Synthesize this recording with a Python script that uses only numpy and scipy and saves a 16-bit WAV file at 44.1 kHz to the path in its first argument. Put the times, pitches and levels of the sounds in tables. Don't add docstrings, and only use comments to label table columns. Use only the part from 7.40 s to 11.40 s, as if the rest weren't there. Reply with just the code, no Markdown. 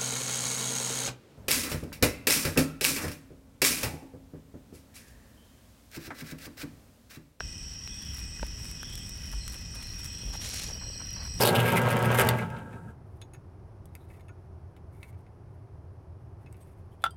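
import sys
import numpy as np
from scipy import signal
from scipy.fft import rfft, irfft
from scipy.io import wavfile
from scipy.ndimage import uniform_filter1d

SR = 44100
rng = np.random.default_rng(int(sys.argv[2]) if len(sys.argv) > 2 else 0)


def unload_wav(signal):
    wavfile.write(
        sys.argv[1],
        SR,
        np.round(np.clip(np.atleast_2d(signal).T, -1, 1) * 32767).astype(np.int16),
    )


N = 176400

# (frequency [Hz], relative level [dB])
DRY_LEAF_SPECTRUM = [(300, -20), (1000, 2), (1650, 8.5), (2300, 7), (3700, 6), (5000, -2), (7000, 1),
                     (10000, 4.5), (12000, 1.5), (15500, -3)]


def chorus():
    # (frequency [Hz], relative level [dB])
    spectrum = [(4600, -40), (4850, -23), (5150, -8.5), (5400, -3.5), (5650, 0), (5800, -7), (6020, -15),
                (6170, -33), (7000, -50)]
    # (centre [Hz], width [Hz], level [dB])
    choirs = [(1680, 440, -67), (1963, 140, -64), (2630, 55, -65.5), (3024, 395, -58.5), (4550, 110, -69),
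              (7780, 400, -65), (8520, 260, -71)]
    drone = colour(rng.standard_normal(N), spectrum) * undb(-46 + 0.31 * wander(5.56))
    return drone + sum(band(hz, width) * undb(db + 1.6 * wander(6.58)) for hz, width, db in choirs)


def wing_strokes(hz, pulse_hz, duty, sag_hz, jitter, waver_hz):
    cycle = np.cumsum(pulse_hz * (1 + jitter * wander(20))) / SR % 1
    stroke = np.minimum(cycle / duty, 1)
    pitch = hz + sag_hz * (.5 - stroke) * (stroke < 1) + waver_hz * wander(90)
    envelope = np.sin(np.pi * stroke) * undb(1.9 * wander(30.42))
    return unit(envelope * tone(pitch))


def cricket_trills():
    # (time [s], pitch [Hz], level [dB])
    first = [(0, 5615, -50.5), (.35, 5637, -47.5), (.7, 5625, -47), (.9, 5605, -51.5), (1.15, 5595, -62)]
    second = [(2.3, 5490, -62), (2.55, 5550, -47), (2.85, 5600, -46), (3.2, 5650, -46.5),
              (3.5, 5665, -45.5), (4, 5655, -45.5)]
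    late = [(2.7, 5024, -67), (3.3, 5030, -58), (4, 4970, -54)]
    out = 0
    for rows, pulse_hz, wet in ((first, 41.6, 0.63), (second, 44.57, 0.13), (late, 32.45, 0.7)):
        song = wing_strokes(curve(rows), pulse_hz, duty=0.6, sag_hz=109, jitter=0.012, waver_hz=14)
        out += unit(forest(song, wet)) * undb(curve(rows, column=2))
    return out


def lower_crickets():
    # (start [s], length [s], level [dB])
    low_phrases = [(1.985, 0.083, -50.5), (2.1, 0.093, -58), (2.34, .18, -57), (2.69, .13, -54.5),
                   (2.88, 0.427, -54), (3.39, 0.49, -53.5), (3.86, .16, -61)]
    short_pips = [(3.265, 0.034, -50), (3.325, 0.031, -48.5), (3.518, 0.039, -52), (3.74, 0.024, -48),
                  (3.792, 0.031, -48.5)]
    low = wing_strokes(4155, pulse_hz=27, duty=0.79, sag_hz=130, jitter=0.085, waver_hz=23.4)
    low *= phrases(low_phrases, edge_s=0.011)
    pips = np.sqrt(2) * tone(4635 + 18 * wander(90)) * phrases(short_pips, edge_s=0.014)
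    tree = wing_strokes(2502, pulse_hz=6.8, duty=0.99, sag_hz=35.3, jitter=0.12, waver_hz=19)
    return forest(low, wet=0.65) + forest(pips, wet=0.15) + unit(forest(tree, wet=0.32)) * undb(-59.5)


def katydids():
    # (start [s], length [s], level [dB])
    lower_rasps = [(0.118, 0.23, -60), (.75, 0.32, -60.5), (1.12, 0.25, -58.5), (1.48, 0.26, -58),
                   (1.938, 0.23, -56), (2.57, .26, -59), (3.37, 0.28, -57.5), (3.802, .27, -55.5)]
    upper_rasps = [(0.043, 0.2, -59), (.45, 0.24, -60), (.8, 0.21, -59), (1.186, 0.17, -57),
                   (1.548, 0.26, -59.5), (1.924, 0.27, -58.5), (2.282, 0.21, -57.5), (2.66, 0.23, -59.5),
                   (3.48, 0.2, -58), (3.86, .22, -58.5)]
    tooth_hz, wing_split_hz = 70, 184
    teeth = 1 + 0.18 * tone(tooth_hz * (1 + 0.145 * wander(20)))
    out = 0
    for hz, rasps in ((7955, lower_rasps), (8460, upper_rasps)):
        wings = sum(band(hz + side * wing_split_hz / 2, width_hz=39) for side in (-1, 1))
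        rasp = unit(band(hz, width_hz=350) + undb(-5) * wings)
        out += rasp * phrases(rasps, edge_s=0.076)
    return teeth * out


def cicada():
    # (start [s], length [s], level [dB])
    buzzes = [(.44, 0.34, -55), (1.36, 0.34, -52.5), (2.62, 0.44, -59.5)]
    return band(3300, width_hz=360) * phrases(buzzes, edge_s=0.11)


def fractures(spectrum, per_s, spread_db):
    size = undb(spread_db * np.minimum(rng.exponential(size=N), 4))
    clicks = (rng.random(N) < per_s / SR) * size
    decay_s = 0.0004
    energy = signal.lfilter([1], [1, -np.exp(-1 / (decay_s * SR))], clicks ** 2)
    return colour(rng.standard_normal(N) * np.sqrt(energy), spectrum)


def leaf_litter():
    # (time [s], level [dB])
    stir_level = [(0, -82), (.42, -72), (.8, -51.5), (.93, -70), (1.05, -54), (1.12, -67), (1.28, -52),
                  (1.45, -62), (1.58, -56), (1.73, -60.5), (1.93, -51), (2.0, -71), (2.13, -51.5),
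                  (2.29, -71), (2.37, -59), (2.5, -53.5), (2.72, -61), (2.85, -55.5), (3.3, -55),
                  (3.45, -66.5), (3.74, -59.5), (3.9, -62), (4, -52)]
    rustle_level = [(2.91, -58), (2.945, -48), (3.0, -54), (3.04, -39.5), (3.075, -43), (3.12, -40.5),
                    (3.16, -37.5), (3.23, -40), (3.27, -48.5), (3.31, -49), (3.38, -76)]
    # (start [s], length [s], level [dB])
    crunches = [(2.342, 0.026, -46.5), (2.418, 0.021, -45.5), (2.585, .03, -50), (2.635, 0.045, -49),
                (3.01, 0.028, -45)]
    # (frequency [Hz], relative level [dB])
    rustle_spectrum = [(200, -27), (450, -10.5), (900, -13), (2200, -4.5), (4000, -3), (6000, -1),
                       (9000, -7), (12000, -13), (15500, -24)]
    crackle = fractures(DRY_LEAF_SPECTRUM, per_s=1100, spread_db=5)
    crackle *= undb(curve(stir_level) + 2 * wander(39.88))
    crunch = fractures(DRY_LEAF_SPECTRUM, per_s=3200, spread_db=2.5) * phrases(crunches, edge_s=0.013)
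    rustle = fractures(rustle_spectrum, per_s=3200, spread_db=2.5)
    rustle *= undb(curve(rustle_level) + 2 * wander(160))
    return crackle + crunch + rustle


def soil():
    # (frequency [Hz], relative level [dB])
    scuff_spectrum = [(200, -18), (500, 1.5), (1000, 3.5), (1600, 2), (2500, -5), (5000, -50)]
    grind_spectrum = [(100, -7), (250, -3), (480, 2), (750, -4), (1100, -10), (2000, -36), (5000, -42)]
    # (start [s], length [s], level [dB])
    scuffs = [(1.922, 0.025, -48.5), (2.135, 0.031, -52.5), (2.335, .1, -57), (2.93, 0.03, -48.5),
              (3.29, 0.025, -51), (3.41, 0.028, -51.5), (3.595, 0.034, -53), (3.76, .12, -52.5)]
    # (time [s], level [dB])
    grind_level = [(1.05, -73), (1.2, -56), (1.3, -68), (2.65, -66.5), (2.92, -56.5), (3.15, -57),
                   (3.38, -54), (3.55, -59.5), (3.82, -68), (4, -56)]
    scuff = fractures(scuff_spectrum, per_s=1200, spread_db=3) * phrases(scuffs, edge_s=0.0032)
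    grind = fractures(grind_spectrum, per_s=700, spread_db=5) * undb(curve(grind_level))
    return scuff + grind


def twigs():
    # (time [s], relative level [dB])
    snaps = [(0.4755, -38), (0.625, -36), (.747, -34), (.772, -33), (1.067, -34.5), (1.246, -37),
             (1.3136, -32), (1.4308, -33), (1.535, -34.5), (1.5545, -27.5), (1.59, -36), (1.632, -37),
             (1.6705, -39), (1.694, -29.5), (1.776, -39), (2.0793, -23.5), (2.098, -32), (2.124, -30),
             (2.6455, -30), (2.6535, -31), (3.049, -28), (3.09, -26), (3.144, -23), (3.1954, -28),
             (3.235, -27), (3.7073, -35), (3.73, -33)]
    # (frequency [Hz], relative level [dB])
    spectrum = [(400, -14), (1500, -3), (3000, -2), (7000, 1), (11000, 0), (15500, -6)]
    decay_s, envelope = 0.00097, 0
    for at, db in snaps:
        age = clock() - at
        envelope += undb(db - 3.5) * (age >= 0) * np.exp(-np.minimum(abs(age) / decay_s, 20))
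    return envelope * colour(rng.standard_normal(N), spectrum)


def handling():
    # (time [s], relative level [dB], centre of the blow's spectrum [Hz])
    knocks = [(.006, -23, 1860), (.0085, -27, 520), (0.476, -33, 3060), (.996, -38, 1550),
              (1.0284, -31, 2310), (1.0284, -25, 260), (1.0304, -18.5, 770), (1.4312, -31.5, 1700)]
    # (frequency [Hz], time to fall 60 dB [s], relative level [dB])
    modes = [(204, 0.02, 0.5), (603, 0.014, -4.5), (894, 0.019, -9), (1598, 0.01, 3.5), (2610, 0.0047, 2),
             (4000, 0.0087, 0.5)]
    # (time [s], peak level [dB], pitch [Hz], half-width [s])
    bumps = [(.73, -35, 65.7, 0.051), (1.037, -26.5, 49.4, 0.026), (1.966, -28.5, 47.6, 0.045),
             (2.103, -31.5, 57.4, 0.018), (2.879, -32, 47, 0.048), (3.97, -37.5, 169.5, 0.024)]
    t, out = clock(), np.zeros(N)
    age = np.arange(SR // 10) / SR
    blow_width_oct = 0.42
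    for at, db, centre_hz in knocks:
        ring = 0
        for hz, t60, mode_db in modes:
            drive = 1 / np.hypot(1, (np.log2(hz / centre_hz) / blow_width_oct) ** 2)
            ring += drive * undb(db + mode_db - 60 * age / t60) * np.sin(2 * np.pi * hz * age)
        out += np.interp(t - at, age, ring, left=0, right=0)
    for at, db, hz, half_width in bumps:
        out += undb(db) * np.exp(-((t - at) / half_width) ** 2) * np.cos(2 * np.pi * hz * (t - at))
    return out


def air():
    # (frequency [Hz], relative level [dB])
    hiss_spectrum = [(250, -2), (450, -1.5), (800, -2.5), (1150, -2), (1500, -4.5), (2300, -5), (3700, -6),
                     (4800, -14), (6500, -8), (10000, -19), (15500, -20)]
    rumble_spectrum = [(15, -19), (30, -3), (45, 1.5), (66, 0.5), (100, -3.5), (170, -10.5), (250, -16),
                       (400, -28), (800, -51.5)]
    # (time [s], level [dB])
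    rumble_level = [(0, -41.5), (.45, -44.5), (.72, -41), (.95, -42), (1.3, -41.5), (1.75, -41),
                    (2.3, -42.5), (3.3, -41.5), (3.7, -41.5), (4, -39.5)]
    hiss = colour(rng.standard_normal(N), hiss_spectrum) * undb(-59)
    rumble = colour(rng.standard_normal(N), rumble_spectrum) * undb(curve(rumble_level))
    return hiss + rumble


def forest(x, wet):
    t60_s = 0.46
    age = np.arange(SR // 2) / SR
    tail = rng.standard_normal(len(age)) * undb(-60 * age / t60_s)
    scattered = signal.fftconvolve(x, tail / np.linalg.norm(tail))[:N]
    return np.sqrt(1 - wet) * x + np.sqrt(wet) * scattered


def undb(db):
    return 10 ** (np.asarray(db) / 20)


def unit(x):
    return x / np.sqrt(np.mean(x ** 2) + 1e-20)


def clock():
    return np.arange(N) / SR


def tone(hz):
    return np.sin(2 * np.pi * np.cumsum(hz) / SR)


def curve(rows, column=1):
    rows = np.array(rows)
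    return np.interp(clock(), rows[:, 0], rows[:, column])


def colour(x, spectrum):
    hz, db = np.array(spectrum).T
    f = np.maximum(np.arange(N // 2 + 1) * SR / N, 1)
    return unit(irfft(rfft(x) * undb(np.interp(np.log(f), np.log(hz), db)), N))


def band(hz, width_hz):
    f = np.arange(N // 2 + 1) * SR / N
    rolloff = np.sqrt(1 + (2 * (f - hz) / width_hz) ** 6)
    return unit(irfft(rfft(rng.standard_normal(N)) / rolloff, N))


def wander(rate_hz):
    hold = int(SR / rate_hz)
    steps = np.repeat(rng.standard_normal(N // hold + 1), hold)
    return unit(uniform_filter1d(uniform_filter1d(steps, hold), hold)[:N])


def phrases(rows, edge_s):
    envelope = 0
    for start, length, db in rows:
        age = clock() - start
        ramp = np.clip(np.minimum(age, length - age) / edge_s, 0, 1)
        envelope += undb(db) * np.sin(np.pi / 2 * ramp)
    return envelope


def scene():
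    insects = chorus() + cricket_trills() + lower_crickets() + katydids() + cicada()
    return (insects + leaf_litter() + soil() + twigs() + handling() + air())[None]


def record(dry):
    return signal.sosfilt(signal.ellip(10, .2, 80, 15850, fs=SR, output="sos"), dry)


dry = scene()
out = record(dry)
unload_wav(out)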